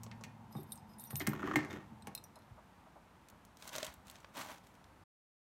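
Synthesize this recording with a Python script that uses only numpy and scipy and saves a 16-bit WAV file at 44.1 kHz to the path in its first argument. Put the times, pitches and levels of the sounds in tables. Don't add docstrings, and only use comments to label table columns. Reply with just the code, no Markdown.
import sys
import numpy as np
from scipy import signal
from scipy.fft import rfft, irfft, next_fast_len
from scipy.io import wavfile

SR = 44100
rng = np.random.default_rng(int(sys.argv[2]) if len(sys.argv) > 2 else 0)


def bounce(signal):
    frames = np.transpose(np.atleast_2d(signal))
    limited = np.clip(frames, -1, 1)
    pcm = np.round(limited * 32767).astype(np.int16)
    wavfile.write(sys.argv[1], SR, pcm)


N = 246078
TIME = np.arange(N) / SR
AGE = TIME[:SR // 3]


def amp(db):
    return 10 ** (np.asarray(db) / 20)


def unit(x, size=None):
    return x / np.sqrt(np.mean(x[:size] ** 2) + 1e-20)


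def read(points, hz):
    f, value = np.transpose(points)
    return np.interp(np.log(hz + 1), np.log(f + 1), value)


def add(mix, s, sound):
    part = mix[max(round(s * SR), 0):][:len(sound)]
    part += sound[:len(part)]


def focus(hz, centre_hz, slope_db):
    octaves = np.log2((hz + 1) / centre_hz)
    return -np.minimum(abs(slope_db) * octaves ** 2, 60)


def colour(x, points, centre_hz=1, slope_db=0):
    size = next_fast_len(len(x) + 2048)
    hz = abs(np.fft.fftfreq(2048, 1 / SR))
    gain_db = read(points, hz) + focus(hz, centre_hz, slope_db)
    log_gain = np.log(amp(gain_db) + 1e-6)
    taps = np.fft.ifft(np.exp(np.conj(signal.hilbert(log_gain)))).real
    return irfft(rfft(x, size) * rfft(taps, size), size)[:len(x)]


def waver(hz):
    lowpass = np.exp(-(np.fft.rfftfreq(N, 1 / SR) / hz) ** 2)
    return unit(irfft(rfft(rng.standard_normal(N)) * lowpass, N))


def grains(per_s, spread_db):
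    chance = rng.random(N)
    size = np.minimum(rng.exponential(1, N), 4)
    sign = rng.choice([-1, 1], N)
    return unit((chance < per_s / SR) * sign * amp(spread_db * size))


def contact(t60, chatter):
    push = rng.standard_normal(len(AGE)) * 1000 ** (-AGE / t60)
    push *= chatter / np.linalg.norm(push)
    push[0] += 1
    return push


def ring(modes, scatter_db, centre_hz=1, slope_db=0, lasting=1):
    hz, db, t60 = np.transpose(modes)[:, :, None]
    size = amp(db + focus(hz, centre_hz, slope_db) + scatter_db * rng.standard_normal(hz.shape))
    size[::2] *= -1
    decay = np.exp(-np.log(1000) * AGE / (t60 * lasting))
    waves = np.sin(2 * np.pi * hz * AGE) * decay
    return unit((size * waves).sum(0), size=900)


def stroke(start_s, attack_s, hold_s, release_s):
    rise = np.sin(np.pi / 2 * np.clip((TIME - start_s) / attack_s, 0, 1)) ** 2
    return rise * amp(-26.5 * np.maximum(TIME - start_s - attack_s - hold_s, 0) / release_s)


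def arch(start_s, length_s):
    return np.sin(np.pi * np.clip((TIME - start_s) / length_s, 0, 1))


# start in seconds, tick level in dB, tick centre in Hz,
# brass clack level in dB, clack centre in Hz.
PIN_CLICKS = [(0.0344, -51.5, 8400, -69, 900), (0.065, -62, 4560, -60, 880),
              (0.1144, -54.5, 3130, -58, 2120), (0.211, -65.5, 5650, -59, 880),
              (.238, -48, 4750, -55, 2250), (1.107, -57, 4410, -58, 1400)]
# start in seconds, squeak, brass clack and thud levels in dB.
CATCHES = [(1.333, -50.5, -51.5, -47.5), (1.394, -54.5, -59.5, -53.5), (1.441, -56, -52, -50.5),
           (1.459, -54.5, -54, -52), (1.4304, -43.5, -52, -38.5), (1.476, -52.5, -45.5, -40),
           (1.484, -48.5, -55, -49.5), (1.5121, -44, -47, -47), (1.519, -52, -51.5, -52),
           (1.5382, -45, -57, -40)]
# start in seconds, clack level in dB, tick level in dB,
# tick centre in Hz, thud level in dB.
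LATCH_BLOWS = [(1.2042, -49.5, -51.5, 3400, -41.5), (1.2114, -57, -49, 3600, -50),
               (1.218, -55.5, -53.5, 3600, -63), (1.2682, -55, -43, 5250, -68),
               (1.2725, -44.5, -48.5, 7010, -48), (1.275, -56, -42.5, 7020, -49.5),
               (1.5581, -34.5, -36, 5000, -28.5), (1.5619, -42.5, -42, 3900, -34),
               (1.592, -56.5, -55, 4200, -63), (1.6068, -56, -67, 4200, -50),
               (1.631, -56, -64, 4200, -44.5), (1.6488, -57.5, -61.5, 7500, -47),
               (1.708, -60, -55.5, 4230, -52), (1.730, -56.5, -55.5, 4700, -49),
               (2.0712, -61, -49.5, 3870, -64)]
# start
# in seconds, thud level in dB, thud centre in Hz, dull rattle of the fittings in dB.
BUMPS = [(0.5516, -38, 181, -51.5), (0.583, -48, 380, -59), (1.13, -39.5, 150, -54.5),
         (1.275, -28.5, 201.1, -46), (1.5602, -34, 177, -51.5), (1.765, -44, 227, -56),
         (1.914, -50.5, 193, -79.5), (2.073, -47.5, 221, -49.5)]
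# frequency in Hz, level in dB, t60 in seconds.
CYLINDER_MODES = [(2300, 0, .025), (4484, -4, .03), (5717, -3, .035), (6950, -3, .04), (7843, -2, .022),
                  (8990, -4, .03)]
# frequency in Hz, level in dB, t60 in seconds.
TONGUE_MODES = [(1700, -3, .009), (2080, 0, .011)]
PIN_THUD_HZ, PIN_THUD_RE_CLACK_DB, CYLINDER_RE_TICK_DB = 170, 2.5, -14
CATCH_CLACK_HZ, CATCH_TICK_HZ, CATCH_THUD_HZ, CATCH_TICK_RE_CLACK_DB = 1320, 3154, 307, -8
LATCH_CLACK_HZ, LATCH_THUD_HZ, TONGUE_RE_CLACK_DB = 2080, 300, -8
RATTLE_HZ = 700
SQUEAK_RISE_S = .0025


def lock():
    out = np.zeros(N)
    for s, tick_db, tick_hz, clack_db, clack_hz in PIN_CLICKS:
        thud_db = clack_db + PIN_THUD_RE_CLACK_DB
        add(out, s, blow(clack_db, clack_hz, tick_db, tick_hz, thud_db, PIN_THUD_HZ))
        cylinder = ring(CYLINDER_MODES, scatter_db=3.5, centre_hz=tick_hz, slope_db=3.5)
        add(out, s, amp(tick_db + CYLINDER_RE_TICK_DB) * cylinder)
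    for s, squeak_db, clack_db, thud_db in CATCHES:
        tick_db = clack_db + CATCH_TICK_RE_CLACK_DB
        add(out, s, blow(clack_db, CATCH_CLACK_HZ, tick_db, CATCH_TICK_HZ, thud_db, CATCH_THUD_HZ))
        add(out, s - SQUEAK_RISE_S, amp(squeak_db) * squeak())
    for s, clack_db, tick_db, tick_hz, thud_db in LATCH_BLOWS:
        add(out, s, blow(clack_db, LATCH_CLACK_HZ, tick_db, tick_hz, thud_db, LATCH_THUD_HZ))
        for scatter_db in (2, 2.5):
            add(out, s, amp(clack_db + TONGUE_RE_CLACK_DB) * ring(TONGUE_MODES, scatter_db))
    for s, thud_db, thud_hz, rattle_db in BUMPS:
        add(out, s, amp(thud_db) * thud(thud_hz) + amp(rattle_db) * clack(RATTLE_HZ))
    return out


def blow(clack_db, clack_hz, tick_db, tick_hz, thud_db, thud_hz):
    click = tick(tick_db, tick_hz, t60=0.059, chatter=1.0, slope_db=-2.5)
    return click + amp(clack_db) * clack(clack_hz) + amp(thud_db) * thud(thud_hz)


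# frequency in Hz, density in dB per Hz.
TICK_COLOUR = [(300, -16), (1800, 10.5), (2700, 5.5), (3600, -2), (4800, -5), (6200, -2), (9500, -8.5),
               (10400, -12), (11500, -7), (16000, -8)]


def tick(db, hz, t60, chatter, slope_db):
    lightness = np.clip((-db - 39.0) / 15, 0, 2)
    click = colour(contact(t60, chatter), TICK_COLOUR, hz, slope_db + 11 * lightness)
    return amp(db) * unit(click, size=300)


# frequency in Hz, density in dB per Hz.
CLACK_COLOUR = [(100, -8.5), (450, 13.5), (700, 10.5), (1300, 3.5), (2200, -1.5), (2750, -12), (6000, -11),
                (15000, -32.5)]
# frequency in Hz, level in dB, t60 in seconds.
BRASS_MODES = [(790, -9, .08), (1098, -9, .25), (1250, -2, .035), (1400, -3, .045), (1614, -9, .2),
               (1712, -13, .3), (1805, -7, .22), (1843, 0, .07), (2012, -3, .08), (2140, -2, .085),
               (2439, -9, .2), (2690, -8, .04), (3100, -7, .04)]


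def clack(hz):
    crack = unit(colour(contact(t60=.03, chatter=.8), CLACK_COLOUR, hz, slope_db=4), size=900)
    shimmer = unit(colour(contact(t60=0.66, chatter=39), CLACK_COLOUR, hz, slope_db=1.0), size=900)
    works = np.array(BRASS_MODES) * [1 + .002 * rng.standard_normal(), 1, 1]
    brass = ring(works, scatter_db=1, centre_hz=hz, slope_db=30)
    return amp(-2) * crack + amp(-4) * brass + amp(-13) * shimmer


# frequency in Hz, level in dB, t60 in seconds.
DOOR_MODES = [(88.1, -3.5, 1), (124.1, 2, 0.16), (149.7, -7, 0.36), (208.4, 4, 0.098), (275, -7.5, .11),
              (303.2, -2.5, 0.16), (361.3, -2, 0.15), (395, -8, 0.22)]


def thud(hz):
    swing = 1 - np.exp(-AGE / 0.0071)
    return swing * ring(DOOR_MODES, scatter_db=1.0, centre_hz=hz, slope_db=20)


# frequency in Hz, density in dB per Hz.
SLIDE_COLOUR = [(260, -31.5), (450, -5), (818, -5), (1400, -4.5), (2470, -13.5), (3640, -18.5), (4630, -33),
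                (6530, -25), (10000, -41), (12000, -32.5), (16000, -38)]


def squeak():
    swell = AGE * np.exp(-(AGE / SQUEAK_RISE_S) ** 2 / 2)
    drag = rng.standard_normal(len(AGE)) * swell
    return unit(colour(drag, SLIDE_COLOUR, CATCH_CLACK_HZ, slope_db=43.5), size=900)


# start in seconds, length in seconds,
# slips per second, level in dB.
BOLT_SLIDE = (1.2, .029, 705, -40)
# frequency in Hz, density in dB per Hz.
BOLT_COLOUR = [(300, -13), (750, -9), (1100, -7), (1450, -8.5), (1850, -13.5), (2020, 6), (2170, -0.5),
               (2400, -15), (3300, -13), (5000, -22), (12000, -31)]


def bolt():
    start_s, length_s, slips_per_s, db = BOLT_SLIDE
    turns = np.cumsum(slips_per_s * (1 + .13 * waver(400))) / SR
    slips = np.diff(np.floor(turns), prepend=0) * amp(0.97 * waver(500))
    return amp(db) * arch(start_s, length_s) * unit(colour(slips - slips.mean(), BOLT_COLOUR))


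# start, attack, hold and release in seconds,
# grinding, door shudder and dry spring hiss levels in dB.
LEVER_STROKES = [(1.116, 0.43, 0.043, 0.093, -50, -43.5, -70),
                 (1.671, 0.055, 0.036, 0.14, -52.5, -47.5, -89)]
WORKS_RE_GRIND_DB = -9.5


def lever():
    slips = grains(per_s=480, spread_db=2.6) * amp(2.5 * waver(90))
    brass = ring(BRASS_MODES, scatter_db=9.0, centre_hz=1250, slope_db=19.5)
    works = unit(signal.oaconvolve(slips, brass)[:N])
    grind = unit(unit(colour(slips, SLIDE_COLOUR)) + amp(WORKS_RE_GRIND_DB) * works)
    hiss = unit(colour(slips, TICK_COLOUR, 3500, slope_db=2.5))
    leaf = ring(DOOR_MODES, scatter_db=0.0, centre_hz=278, slope_db=13)
    shudder = unit(signal.oaconvolve(slips, leaf)[:N])
    out = np.zeros(N)
    for *timing, grind_db, shudder_db, hiss_db in LEVER_STROKES:
        out += stroke(*timing) * (amp(grind_db) * grind + amp(shudder_db) * shudder + amp(hiss_db) * hiss)
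    return out


# start in seconds, tick level in dB, ring level in dB,
# ring centre in Hz, ring time as a factor on t60, part struck.
CLINKS = [(.527, -69, -68.5, 4970, 1.3, "link"), (.565, -74, -65.5, 3720, 2.2, "key"),
          (.568, -75, -74, 8000, 0.77, "link"), (.632, -62, -68, 12500, .6, "key"),
          (.7202, -52, -48, 9300, 0.78, "key"), (.7215, -68, -56.5, 3730, 0.19, "key"),
          (.757, -61, -62.5, 8900, 1.4, "link"), (.776, -66, -68, 5300, 0.96, "link"),
          (.893, -80, -74.5, 5300, 3.5, "link"), (.936, -85, -70.5, 5400, 0.36, "link"),
          (.985, -67, -61, 10000, 1.1, "key"), (.997, -57.5, -55, 7800, 1.4, "key"),
          (1.008, -59, -60, 13000, 0.55, "split ring"), (1.039, -49.5, -63, 12000, 1, "key"),
          (1.054, -74, -57, 13500, .6, "split ring"), (1.072, -78, -63, 5830, 1.3, "split ring"),
          (1.1065, -61, -54.5, 9500, 0.5, "key"), (1.111, -62, -58, 13000, .5, "split ring"),
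          (1.1565, -41.5, -52, 7050, 0.39, "key"), (1.165, -54, -43, 12800, 1.1, "split ring"),
          (1.198, -47.5, -58, 7000, .5, "key"), (1.272, -36, -53.5, 8700, 0.88, "key"),
          (1.2915, -48, -58, 11500, 0.76, "split ring"), (1.334, -61, -64, 12300, 0.33, "split ring"),
          (1.70, -73, -64, 3400, 2.2, "key"), (2.023, -74, -68, 3800, .35, "carabiner"),
          (2.0225, -80, -68, 8500, 0.36, "link"), (2.072, -61, -58.5, 10000, 0.34, "key"),
          (2.1503, -46.5, -48.5, 9500, 0.21, "key"), (2.1507, -54, -53, 3830, 0.78, "carabiner"),
          (2.151, -62, -54, 14000, .35, "split ring"), (2.1767, -68, -54.5, 5200, 0.69, "carabiner"),
          (2.2393, -60, -66, 9300, 0.3, "key"), (2.2404, -63, -61.5, 6100, 0.68, "split ring"),
          (2.357, -68, -66, 6770, .9, "carabiner"), (2.389, -76, -75, 9000, 0.65, "carabiner"),
          (2.42, -81, -78, 4500, .8, "carabiner")]
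# frequency in Hz, level in dB, t60 in seconds.
KEY_MODES = [(3595, -9, .12), (3735, -9, .06), (8450, -11, .12), (9281, 0, .07), (9850, -3, .05),
             (11057, -10, .07), (11208, -9, .07), (11600, -5, .08), (12500, -10, .04), (13400, -8, .05)]
SPLIT_RING_MODES = [(5803, -17, .08), (9283, -14, .1), (13300, -13, .05), (13853, 0, .14), (14153, -6, .17)]
CARABINER_MODES = [(2620, -2, .04), (3736, -7, .08), (4113, 0, .07), (5170, -6, .06), (7830, -13, .06),
                   (11250, -2, .05)]
LINK_MODES = [(5085, -5, .11), (8455, 0, .11), (11630, -4, .09)]
KEY_DETUNE = .002
NEIGHBOUR_DB = -17


def keys():
    out = np.zeros(N)
    for s, tick_db, ring_db, ring_hz, lasting, struck in CLINKS:
        tick_hz = min(1.15 * ring_hz, 13000)
        add(out, s, tick(tick_db, tick_hz, t60=0.0099, chatter=5.6, slope_db=4.0))
        key = np.array(KEY_MODES)
        key[:, 0] *= 1 + KEY_DETUNE * rng.standard_normal(len(key))
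        parts = {"key": ring(key, 3.5, ring_hz, slope_db=9.0, lasting=lasting),
                 "split ring": ring(SPLIT_RING_MODES, 3.5, ring_hz, slope_db=17, lasting=lasting),
                 "carabiner": ring(CARABINER_MODES, 2, ring_hz, slope_db=5, lasting=lasting),
                 "link": ring(LINK_MODES, 9.0, ring_hz, slope_db=32, lasting=lasting)}
        for name, sound in parts.items():
            add(out, s, amp(ring_db + NEIGHBOUR_DB * (name != struck)) * sound)
    return out


# start in seconds, length in seconds, scrape level in dB,
# ringing level in dB before a common cut of 4.5 dB.
SWAYS = [(.5, .15, -63, -65), (.64, .17, -70, -69), (.722, .02, -54, -59), (.87, .088, -76, -73),
         (.975, .11, -62, -60), (1.085, .09, -64, -62), (1.1, .028, -58, -58), (1.16, .1, -65, -63),
         (1.682, .095, -73, -75)]
# frequency in Hz, density in dB per Hz.
SCRAPE_COLOUR = [(2500, -45), (3700, 6.5), (5200, 0), (7000, -23), (9300, -21.5), (10400, -3.5),
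                 (11600, 19), (13600, 6), (15000, -23.5), (16000, -7.5)]


def jingle():
    slips = grains(per_s=2500, spread_db=3) * amp(4 * waver(70))
    scrape = unit(colour(slips, SCRAPE_COLOUR))
    ringing = touches_of(KEY_MODES + SPLIT_RING_MODES[:3] + LINK_MODES)
    out = np.zeros(N)
    for start_s, length_s, scrape_db, ring_db in SWAYS:
        out += arch(start_s, length_s) * (amp(scrape_db) * scrape + amp(ring_db - 4.5) * ringing)
    return out


TOUCHES_PER_S = 800
TOUCH_BEND, TOUCH_T60_FACTOR = .012, .55


def touches_of(modes):
    out = np.zeros(N + len(AGE))
    age = AGE[:SR // 10]
    for at, pick, bend, size in rng.random((round(TOUCHES_PER_S * N / SR), 4)):
        hz, db, t60 = modes[int(pick * len(modes))]
        bent_hz = hz * (1 + TOUCH_BEND * (2 * bend - 1))
        decay = np.exp(-np.log(1000) * age / (t60 * TOUCH_T60_FACTOR))
        add(out, at * N / SR, amp(db * .5 + 14 * size) * np.sin(2 * np.pi * bent_hz * age) * decay)
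    return unit(out[:N])


# start, attack, hold and release in seconds,
# level in dB, treble lift in dB.
PULLS = [(3.562, 0.081, 0.047, 0.19, -57, 2), (3.713, 0.024, 0.14, 0.11, -50.5, -2),
         (4.044, 0.029, 0.018, 0.44, -61, -3.5), (4.327, 0.061, 0.023, 0.1, -44, -2),
         (4.438, 0.07, 0.017, 0.11, -52.5, -4), (4.626, 0.021, 0.028, 0.17, -74.5, 6)]
# start in seconds, level in dB,
# pitch in Hz (the filter centre is 1.37 times higher).
SNAPS = [(3.286, -60.5, 5280), (3.300, -60, 9600), (3.451, -62, 9100), (3.571, -60.5, 5900),
         (3.624, -52.5, 3400), (3.677, -48.5, 6850), (3.692, -51, 5030), (3.739, -50, 2500),
         (3.7531, -44, 2920), (3.761, -43.5, 5600), (3.783, -42, 3640), (3.8296, -40.5, 3152),
         (3.8456, -46.5, 4520), (3.85, -49.5, 6490), (3.866, -48, 5004), (3.94, -57, 14000),
         (4.07, -61.5, 5030), (4.082, -59.5, 4500), (4.099, -52, 6350), (4.112, -59, 8980),
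         (4.156, -57, 2780), (4.164, -64, 2980), (4.185, -71, 4000), (4.203, -67, 4500),
         (4.2453, -52, 1280), (4.423, -53, 2940), (4.582, -64, 3470), (4.67, -66, 4500), (4.742, -73, 5000),
         (4.752, -68, 4000), (4.842, -63.5, 2920)]
# frequency in Hz, density in dB per Hz.
CANVAS_COLOUR = [(88, -21), (150, -1.5), (286, 1.5), (398, -7.5), (589, 1), (888, 0), (1340, -3.5),
                 (1560, 1), (1720, -4), (4000, -7.5), (4950, -11.5), (5910, -9), (9000, -14),
                 (10500, -18.5), (11800, -15.5), (16000, -18.5)]
# frequency in Hz, level in dB, t60 in seconds.
HOLLOW_MODES = [(612, 9.5, 0.035), (775, -8.5, 0.023), (972, 2, 0.017), (1440, -10.5, 0.024)]
KNOCK_DB, KNOCK_DB_PER_SNAP_DB = -45, 2.13
CREASES_RE_RUB_DB = -5


def bag():
    threads = grains(per_s=6000, spread_db=3.5) * amp(2 * waver(110))
    rub = unit(unit(colour(threads, CANVAS_COLOUR)) + amp(CREASES_RE_RUB_DB) * creases())
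    treble = signal.sosfilt(signal.butter(1, 6000, "high", fs=SR, output="sos"), rub)
    out = np.zeros(N)
    for *timing, db, lift_db in PULLS:
        out += amp(db) * stroke(*timing) * (rub + (amp(lift_db) - 1) * treble)
    hardest_db = max(db for _, db, _ in SNAPS)
    for s, db, hz in SNAPS:
        snap = colour(contact(t60=0.019, chatter=2.7), CANVAS_COLOUR, hz * 1.37, slope_db=3.5)
        add(out, s, amp(db) * unit(snap, size=300))
        knock_db = KNOCK_DB + KNOCK_DB_PER_SNAP_DB * (db - hardest_db)
        add(out, s, amp(knock_db) * ring(HOLLOW_MODES, scatter_db=11))
    return out


FOLD_HZ = [900, 1900, 3200, 5500, 10000]
CREASES_PER_S = 420


def creases():
    out = np.zeros(N)
    for hz in FOLD_HZ:
        clumps = grains(CREASES_PER_S, spread_db=3.2) * amp(2.5 * waver(25))
        crumple = signal.oaconvolve(clumps, contact(t60=.008, chatter=4))[:N]
        out += colour(crumple, CANVAS_COLOUR, hz, slope_db=18)
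    return unit(out)


# start in seconds, thump level in dB, scuff level in dB.
STEPS = [(2.36, -84, -58.5), (2.508, -52, -91), (2.575, -70, -59.5), (2.855, -84, -63.5),
         (2.955, -78, -57.5), (3.32, -62.5, -65), (3.881, -58.5, -62.5), (3.975, -59, -69),
         (4.059, -65.5, -75)]


def steps():
    out = np.zeros(N)
    heel_modes = [(50.3, -5.5, 0.2), (79.0, -0.5, 0.11), (115, -12.5, 0.15)]  # Hz, dB, t60 s
    for s, thump_db, scuff_db in STEPS:
        add(out, s, amp(thump_db) * ring(heel_modes, scatter_db=6.5))
        scuff = rng.standard_normal(len(AGE)) * AGE * np.exp(-AGE / 0.0076)
        add(out, s, amp(scuff_db) * unit(colour(scuff, CANVAS_COLOUR, 705, slope_db=11.0), size=900))
    return out


# frequency in Hz, density in dB per Hz.
AIR_COLOUR = [(18, -46), (30, -7.5), (75, 3), (134, -2), (179, 2), (415, -9.5), (569, -9), (889, -4.5),
              (1810, -14.5), (4910, -27.5), (9220, -31), (14800, -34.5), (16000, -47.5)]
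# frequency in Hz, density in dB per Hz.
RUMBLE_COLOUR = [(40, -31.5), (85, 4.5), (140, 5), (175, 2), (220, 10.5), (280, -10.5), (600, -16),
                 (900, 0), (1600, -42.5), (5000, -63.5)]
AIR_DB = -62.5
HUM_HZ, HUM_SAG_HZ_PER_S, HUM_DB, HUM_FADE_DB_PER_S = 113, 6, -53.5, 13.5
RUMBLE_DB, RUMBLE_FADE_DB_PER_S = -57.5, 1
DOORWAY_S, DOORWAY_FADE_DB_PER_S = 2.1, 30


def outdoors():
    air = amp(AIR_DB) * unit(colour(rng.standard_normal(N), AIR_COLOUR)) * amp(0.3 * waver(2.1))
    hum_hz = (HUM_HZ - HUM_SAG_HZ_PER_S * TIME) * (1 + 0.011 * waver(4.1))
    phase = 2 * np.pi * np.cumsum(hum_hz) / SR
    hum = unit(np.sin(phase) + amp(-5.5) * np.sin(2 * phase)) * amp(1.5 * waver(11))
    hum *= amp(HUM_DB - HUM_FADE_DB_PER_S * TIME)
    rumble = unit(colour(rng.standard_normal(N), RUMBLE_COLOUR))
    rumble *= amp(RUMBLE_DB - RUMBLE_FADE_DB_PER_S * TIME)
    outside = amp(-DOORWAY_FADE_DB_PER_S * np.maximum(TIME - DOORWAY_S, 0))
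    return air + outside * (hum + rumble)


# frequency in Hz, t60 in seconds.
ENTRANCE_T60 = [(100, 0.12), (500, 0.21), (2000, 0.37), (6000, 0.22), (15000, 0.12)]


def entrance(x):
    hz, t, z = signal.stft(rng.standard_normal(len(AGE)), SR, nperseg=256)
    z = z * 1000 ** (-t / read(ENTRANCE_T60, hz)[:, None])
    tail = signal.istft(z, SR)[1][:len(AGE)] * (1 - np.exp(-AGE / 0.0013))
    return signal.oaconvolve(x, tail / np.linalg.norm(tail))[:N]


def scene():
    door = lock() + bolt() + lever()
    bunch = keys() + jingle()
    carrying = bag() + steps()
    echo = entrance(amp(-13) * door + amp(-16) * bunch + amp(-14) * carrying)
    return (door + bunch + carrying + echo + outdoors())[None]


END_S, EDGE_HZ = 5.04, 16100


def record(dry):
    lean = signal.sosfilt(signal.butter(2, 42, "high", fs=SR, output="sos"), dry)
    live = np.clip((END_S - TIME) * 200, 0, 1)
    band_limit = signal.firwin(301, EDGE_HZ, window=("kaiser", 9), fs=SR)
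    return signal.oaconvolve(lean * live, band_limit[None], "same")


dry = scene()
out = record(dry)
bounce(out)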